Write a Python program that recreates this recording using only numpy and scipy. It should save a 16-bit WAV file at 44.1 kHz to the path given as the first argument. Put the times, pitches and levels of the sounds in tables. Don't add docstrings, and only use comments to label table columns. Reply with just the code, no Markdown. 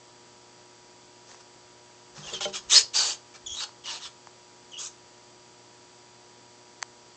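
import sys
import numpy as np
from scipy import signal
from scipy.fft import rfft, irfft, next_fast_len
from scipy.io import wavfile
from scipy.ndimage import uniform_filter1d

SR = 44100
rng = np.random.default_rng(int(sys.argv[2]) if len(sys.argv) > 2 else 0)


def file_out(sig):
    cols = np.atleast_2d(sig).T
    lim = np.clip(cols, -1, 1)
    pcm = np.round(lim * 32767).astype(np.int16)
    wavfile.write(sys.argv[1], SR, pcm)


def gain_from_db(level_db):
    decades = np.asarray(level_db, float) / 20
    return 10 ** decades


N = 315756

# (frequency [Hz], level [dB])
HUM_LINES = [(118.4, -69), (360.7, -63), (597.5, -70), (839.8, -70), (958.2, -64.5), (1200, -74),
             (1319, -75), (3122, -78), (3359, -78), (3418, -76), (4317, -76), (4382, -76), (4560, -76),
             (4619, -76), (4678, -76), (4737, -73), (4802, -72), (4861, -76), (4980, -79), (5222, -80),
             (5642, -79), (5760, -75), (5879, -76), (6239, -79), (6638, -81), (6842, -80), (7197, -80),
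             (7617, -80), (7951, -80), (8053, -81)]
# (frequency [Hz], level [dB])
BUZZ_CURVE = [(60, -95.5), (400, -69), (1500, -82), (2500, -89), (4500, -88.5), (7500, -82.5), (9000, -110)]
# (frequency [Hz], relative density [dB per Hz])
HISS_COLOUR = [(15, -43), (25, -22), (114, -10), (304, -5), (360, -7.5), (417, -8.5), (960, -10),
               (1080, -13.5), (1900, -14), (3870, -16), (4710, -15), (7880, -15), (8690, -25), (11300, -50),
               (19100, -120)]
# (start [s], length [s], rms at the peak [dB])
RUSTLES = [(1.27, 0.084, -50.5), (1.34, 0.062, -60), (1.4, 0.021, -52.5), (2.15, 0.061, -45),
           (2.21, 0.16, -44), (2.47, 0.037, -45.5), (2.58, 0.12, -56.5), (3.34, .033, -47)]
# (frequency [Hz], relative level [dB])
BARK_COLOUR = [(240, -49), (400, -3.5), (802, -4), (878, -5), (2980, -12.5), (6300, -5), (8690, -19.5),
               (11300, -67), (19100, -120)]
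# (time [s], low push peak [dB], bright snap peak [dB])
CLICKS = [(1.316, -50, -37), (1.346, -44, -44), (2.295, -44, -46), (2.454, -34, -26), (2.577, -44, -52),
          (3.692, -44, -46), (4.272, -37, -41), (6.820, -60, -33), (6.8278, -26, -15)]
# (frequency [Hz], relative level [dB], t60 [s], peak delay [s])
SNAP_PARTS = [(1900, 0, .003, 0), (3200, -16, .003, 0), (4500, -2, .0035, -.0006), (6200, 0, .0025, .0002),
              (7500, -4, .003, -.0012)]
# (start [s], length [s], rms at the peak [dB])
RUMBLES = [(2.12, 0.57, -65), (2.66, 0.19, -57.5), (2.94, .24, -67), (3.44, 0.14, -55.5), (3.82, .14, -74),
           (4.0, 0.12, -74)]
# (time [s], peak [dB], centre of the blow's colour [Hz])
THUMPS = [(2.178, -41.5, 143), (2.326, -35, 460), (2.408, -30.5, 817), (2.454, -23.5, 617)]
# (frequency [Hz], relative level [dB], t60 [s])
GLASS_MODES = [(148.6, 1, 0.38), (199, 1.5, 0.44), (379, -6.5, 0.45), (454, -7.5, 0.19), (595, -2.5, 0.13),
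               (795, -7, 0.18), (1050, -9, 0.081), (1395, 10, 0.051), (2194, 18.5, 0.039)]
# (time [s], effort [dB])
EFFORT = [
    [(2.225, -48), (2.289, -42), (2.32, -42.5)],
    [(2.322, -49), (2.338, -31.5), (2.362, -35.5), (2.398, -45)],
    [(2.4, -67.5), (2.408, -39), (2.422, -39), (2.446, -40), (2.456, -29), (2.476, -55.5), (2.5, -47.5)],
    [(2.52, -54.5), (2.54, -37.5), (2.56, -31), (2.62, -58.5)],
    [(2.68, -57), (2.7, -26.5), (2.722, -16), (2.774, -12.5), (2.85, -33)],
    [(2.93, -35), (2.944, -33), (2.958, -23), (3.016, -24), (3.044, -27), (3.12, -30), (3.17, -53.5)],
    [(3.335, -48), (3.358, -47)],
    [(3.455, -54), (3.465, -37.5), (3.555, -36.5), (3.611, -31), (3.641, -30.5), (3.68, -50)],
    [(3.83, -77), (3.84, -48), (3.858, -39), (3.894, -34.5), (3.962, -37), (3.998, -52.5)],
    [(4.0, -54), (4.016, -45), (4.034, -42), (4.076, -43), (4.1, -72)],
    [(4.712, -64), (4.738, -45.5), (4.764, -46), (4.78, -37.5), (4.874, -39), (4.9, -59)],
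]
# (start [s], length [s], level re effort [dB], first [Hz], settled [Hz])
WHISTLES = [(2.23, .03, -6, 3235, 3190), (2.258, .02, -6.5, 3507, 3480), (2.272, 0.038, -3.5, 3035, 2720),
            (2.3, 0.024, -6, 3368, 3250), (2.33, 0.05, -6.5, 3860, 3080), (2.405, 0.075, -4, 3680, 3120),
            (2.535, .055, -14, 3060, 3350), (3.342, 0.018, -9, 2270, 2400), (3.46, .018, -4.5, 3504, 3450),
            (3.476, 0.0768, -6, 3044, 3370), (3.84, .075, -6.5, 3300, 2890), (4.716, .057, 0.5, 3385, 2930),
            (4.775, 0.025, -6.5, 3264, 3360)]
# (start [s], length [s], level re effort [dB], low throat [Hz], bright share [dB])
RASPS = [(2.325, 0.12, -4.5, 1080, -9), (2.402, 0.049, 5.5, 950, -4.5), (2.525, 0.071, -1, 1300, -1.5),
         (2.685, 0.13, -7.5, 1870, 4), (2.935, .225, -4.5, 1380, 3), (3.54, 0.078, -10.5, 1000, 6),
         (3.57, 0.042, -7, 1010, 2), (3.6, 0.046, -3.5, 1170, -3.5), (3.835, 0.23, -1.5, 970, -4.5),
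         (4.0, .097, 0, 1320, -3.5), (4.786, .11, -6, 1240, 7.5)]
# (frequency [Hz], relative level [dB])
MOUTH = [(2400, 0.5), (2950, 7), (3700, 5.5), (4400, 6.5), (5200, 5.5)]
# (start [s], length [s], level re effort [dB], first [Hz], last [Hz])
SHRIEKS = [(2.715, .037, -9, 3364, 4050), (2.752, 0.035, -4.5, 4383, 4450), (2.944, 0.0878, -3, 4700, 4570),
           (3.036, .092, -7, 4580, 4540), (3.56, 0.041, -6, 3750, 3900), (3.6, .058, -9, 4700, 4300),
           (3.86, 0.15, -10.5, 4670, 4300), (4.026, .05, -5, 3874, 3200)]
# (start [s], length [s], level re effort [dB], first [Hz], last [Hz])
SECOND_VOICE = [(2.738, 0.015, -7, 4750, 4850), (2.758, 0.035, -5, 5060, 5100),
                (3.465, 0.078, -10.5, 6100, 5450), (3.525, 0.04, -14, 6260, 5780),
                (4.04, 0.019, -8, 5360, 5350), (4.785, 0.08, -12.5, 4770, 4830)]
# (start [s], length [s], level re effort [dB], first [Hz], last [Hz])
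UNDERTONES = [(2.95, .17, -20, 850, 843), (3.62, 0.055, -20.5, 888, 877), (3.87, 0.081, -16, 985, 888),
              (4.045, 0.03, -11, 1465, 1402), (4.79, 0.097, -19.5, 1237, 1330)]
# (frequency [Hz], t60 [s])
TANK_DECAY = [(500, 0.42), (2000, 0.15), (5000, 0.22), (8000, 0.14)]

MAINS_HZ = 60
HISS_RMS_DB = -57.5
RUSTLE_PEAK_SHARE, RUMBLE_PEAK_SHARE = 0.5, 0.49
SWELL_EDGE_DB = -7
SETTLE_S = .011
OCTAVE_DB, OCTAVE_DB_PER_KHZ, OCTAVE_DRIFT_DB = -12, 24, 4
RASP_PULSES_PER_S = 1300
MOUTH_SHARPNESS = 5
LOW_THROAT_DB, BRIGHT_HZ, BRIGHT_DRIFT_HZ = -8.5, 6470, 302
CLIP = .7


def evened(x):
    return x / np.sqrt(np.mean(x ** 2) + 1e-20)


def read(points, hz):
    f, value = np.transpose(points)
    return np.interp(np.log(hz + 1), np.log(f + 1), value)


def coloured(x, points):
    size = next_fast_len(len(x))
    gain = gain_from_db(read(points, np.fft.rfftfreq(size, 1 / SR)))
    return irfft(rfft(x, size) * gain, size)[:len(x)]


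def add(mix, start_s, sound):
    part = mix[round(start_s * SR):][:len(sound)]
    part += sound[:len(part)]


def wander(size):
    return evened(uniform_filter1d(uniform_filter1d(rng.standard_normal(N), size), size))


def sparse(per_s, spread_db):
    height = gain_from_db(spread_db * np.minimum(rng.exponential(1, N), 4))
    sign = rng.choice([-1., 1.], N)
    return height * sign * (rng.random(N) < per_s / SR)


def gated(spans, size=180):
    t = np.arange(N) / SR
    inside = sum((t >= s) & (t < s + d) for s, d in spans)
    return uniform_filter1d(np.minimum(inside, 1.), size)


def swells(rows, peak_share):
    t = np.arange(N) / SR
    shape = [SWELL_EDGE_DB, 0, SWELL_EDGE_DB]
    return sum(gated([(s, d)]) * gain_from_db(db + np.interp((t - s) / d, [0, peak_share, 1], shape))
               for s, d, db in rows)


def hum():
    k = np.arange(1, 150)
    db = read(BUZZ_CURVE, k * MAINS_HZ) + 0.83 * rng.standard_normal(len(k))
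    db -= 8 * (k % 2) * (k < 16)
    for hz, line_db in HUM_LINES:
        db[round(hz / MAINS_HZ) - 1] = line_db
    period = SR // MAINS_HZ
    turn = np.arange(period) / period
    sines = np.sin(2 * np.pi * (k[:, None] * turn + rng.random((len(k), 1))))
    return np.resize(np.sqrt(2) * gain_from_db(db) @ sines, N)


def hiss():
    return gain_from_db(HISS_RMS_DB) * evened(coloured(rng.standard_normal(N), HISS_COLOUR))


def rustle():
    chips = evened(coloured(sparse(per_s=3500, spread_db=2.5), BARK_COLOUR))
    return swells(RUSTLES, RUSTLE_PEAK_SHARE) * chips


def clicks():
    out, t = np.zeros(N), np.arange(-200, 300) / SR
    snap = sum(gain_from_db(db - 60 * abs(t - lag) / t60) * np.cos(2 * np.pi * hz * (t - lag))
               for hz, db, t60, lag in SNAP_PARTS)
    late = np.maximum(t, 0)
    push = -np.sin(2 * np.pi * 950 * late) * np.exp(-late / .0009)
    for s, push_db, snap_db in CLICKS:
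        click = gain_from_db(push_db) * push / push.max() + gain_from_db(snap_db) * snap / abs(snap).max()
        add(out, s + t[0], click)
    return coloured(out, [(150, -16), (450, -14), (700, 0), (9000, 0)])


def rumble():
    lumps = coloured(rng.standard_normal(N), [(15, -22.5), (35, 1.0), (80, 3.5), (140, -23.5), (400, -97.0)])
    return swells(RUMBLES, RUMBLE_PEAK_SHARE) * evened(lumps)


def thumps():
    out, t = np.zeros(N), np.arange(SR // 2) / SR
    for s, peak_db, centre_hz in THUMPS:
        ring = 0
        for hz, db, t60 in GLASS_MODES:
            mode_db = db - 15.2 * abs(np.log2(hz / centre_hz))
            ring = ring + gain_from_db(mode_db - 60 * t / t60) * np.sin(2 * np.pi * hz * t)
        ring = ring * (1 - np.exp(-t / .004))
        add(out, s - .002, gain_from_db(peak_db) * ring / abs(ring).max())
    return out


def voiced(rows, size=180):
    rows, t = np.array(rows, float), np.arange(N) / SR
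    row = rows[np.maximum(np.searchsorted(rows[:, 0], t) - 1, 0)].T
    effort_db = np.interp(t, *np.concatenate(EFFORT).T)
    gain = gated(rows[:, :2], size) * gain_from_db(effort_db + row[2])
    return gain, np.maximum(t - row[0], 0), row[1], row[3], row[4]


def whistles():
    gain, t, _, first_hz, settled_hz = voiced(WHISTLES)
    hz = settled_hz + (first_hz - settled_hz) * np.exp(-t / SETTLE_S)
    tremble = 1 + .024 * wander(size=30) + .013 * wander(size=350)
    phase = 2 * np.pi * np.cumsum(hz * tremble) / SR
    flutter = np.sqrt(2) * gain_from_db(6.5 * np.minimum(wander(size=120), .6))
    octave_db = np.minimum(OCTAVE_DB + OCTAVE_DB_PER_KHZ * (hz / 1000 - 3), 0)
    octave = gain_from_db(octave_db + OCTAVE_DRIFT_DB * wander(size=400))
    return gain * flutter * (np.sin(phase) + octave * np.sin(2 * phase))


def streaked(x, depth_db):
    z = signal.stft(x, nperseg=256, noverlap=192)[2]
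    patches = uniform_filter1d(rng.standard_normal(z.shape[::-1]), size=12, axis=0)
    patches = uniform_filter1d(patches, size=2, axis=1)
    swollen = z * gain_from_db(depth_db * evened(patches).T)
    return evened(signal.istft(swollen, nperseg=256, noverlap=192)[1][:N])


def resonate(x, hz, width_hz):
    turn = np.exp(2j * np.pi * np.cumsum(hz * np.ones(N)) / SR)
    r = np.exp(-np.pi * width_hz / SR)
    return (turn * signal.lfilter([1], np.convolve([1, -r], [1, -r]), x / turn)).real


def rasps():
    gain, _, _, low_hz, bright_db = voiced(RASPS, size=400)
    bright_hz = BRIGHT_HZ + BRIGHT_DRIFT_HZ * wander(size=900)
    closures = evened(sparse(RASP_PULSES_PER_S, spread_db=1.5))
    drive = streaked(closures + .9 * rng.standard_normal(N), depth_db=2.5)
    mouth = evened(sum((-1) ** k * gain_from_db(d) * evened(resonate(drive, hz, hz / MOUTH_SHARPNESS))
                       for k, (hz, d) in enumerate(MOUTH)))
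    low = evened(evened(resonate(drive, low_hz, 800)) + 2.0 * evened(resonate(drive, 1300, 2300)))
    bright = evened(evened(resonate(drive, bright_hz, 1800)) + 2.5 * evened(resonate(drive, 6660, 2200)))
    voice = gain * (mouth - gain_from_db(LOW_THROAT_DB) * low - gain_from_db(bright_db) * bright)
    return coloured(voice, [(100, -69), (350, 2.5), (600, -2.5), (9000, -3.0)])


def torn_tone(rows, jitter, burst_db):
    gain, t, length, first_hz, last_hz = voiced(rows, size=600)
    hz = first_hz + (last_hz - first_hz) * np.minimum(t / length, 1)
    phase = 2 * np.pi * np.cumsum(hz * (1 + jitter * wander(size=30))) / SR
    bursts = gain_from_db(burst_db * np.minimum(wander(size=70), 1))
    return gain * np.sqrt(2) * bursts * np.sin(phase)


def shrieks():
    core = torn_tone(SHRIEKS, jitter=.045, burst_db=4)
    above = torn_tone(SECOND_VOICE, jitter=.028, burst_db=4.5)
    below = torn_tone(UNDERTONES, jitter=.15, burst_db=4.5)
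    return core + above + below


def tank(x):
    hz, t, z = signal.stft(rng.standard_normal(SR // 2), SR, nperseg=256)
    decay = gain_from_db(-60 * t / read(TANK_DECAY, hz)[:, None])
    tail = signal.istft(z * decay, SR, nperseg=256)[1]
    return signal.fftconvolve(x, tail / np.linalg.norm(tail))[:N]


def scene():
    inside = rustle() + whistles() + rasps() + shrieks()
    echoes = gain_from_db(-8) * tank(inside)
    return (hum() + hiss() + inside + echoes + clicks() + rumble() + thumps())[None]


def low_pass(x):
    return signal.sosfilt(signal.butter(12, 8840, fs=SR, output="sos"), x)


def record(dry):
    rolled = coloured(dry[0], [(20, 0), (7800, 1.0), (8300, -1.5), (8800, -11), (9300, -41.5)])
    mix = np.clip(rolled, -CLIP, CLIP)[None]
    return low_pass(mix)


dry = scene()
out = record(dry)
file_out(out)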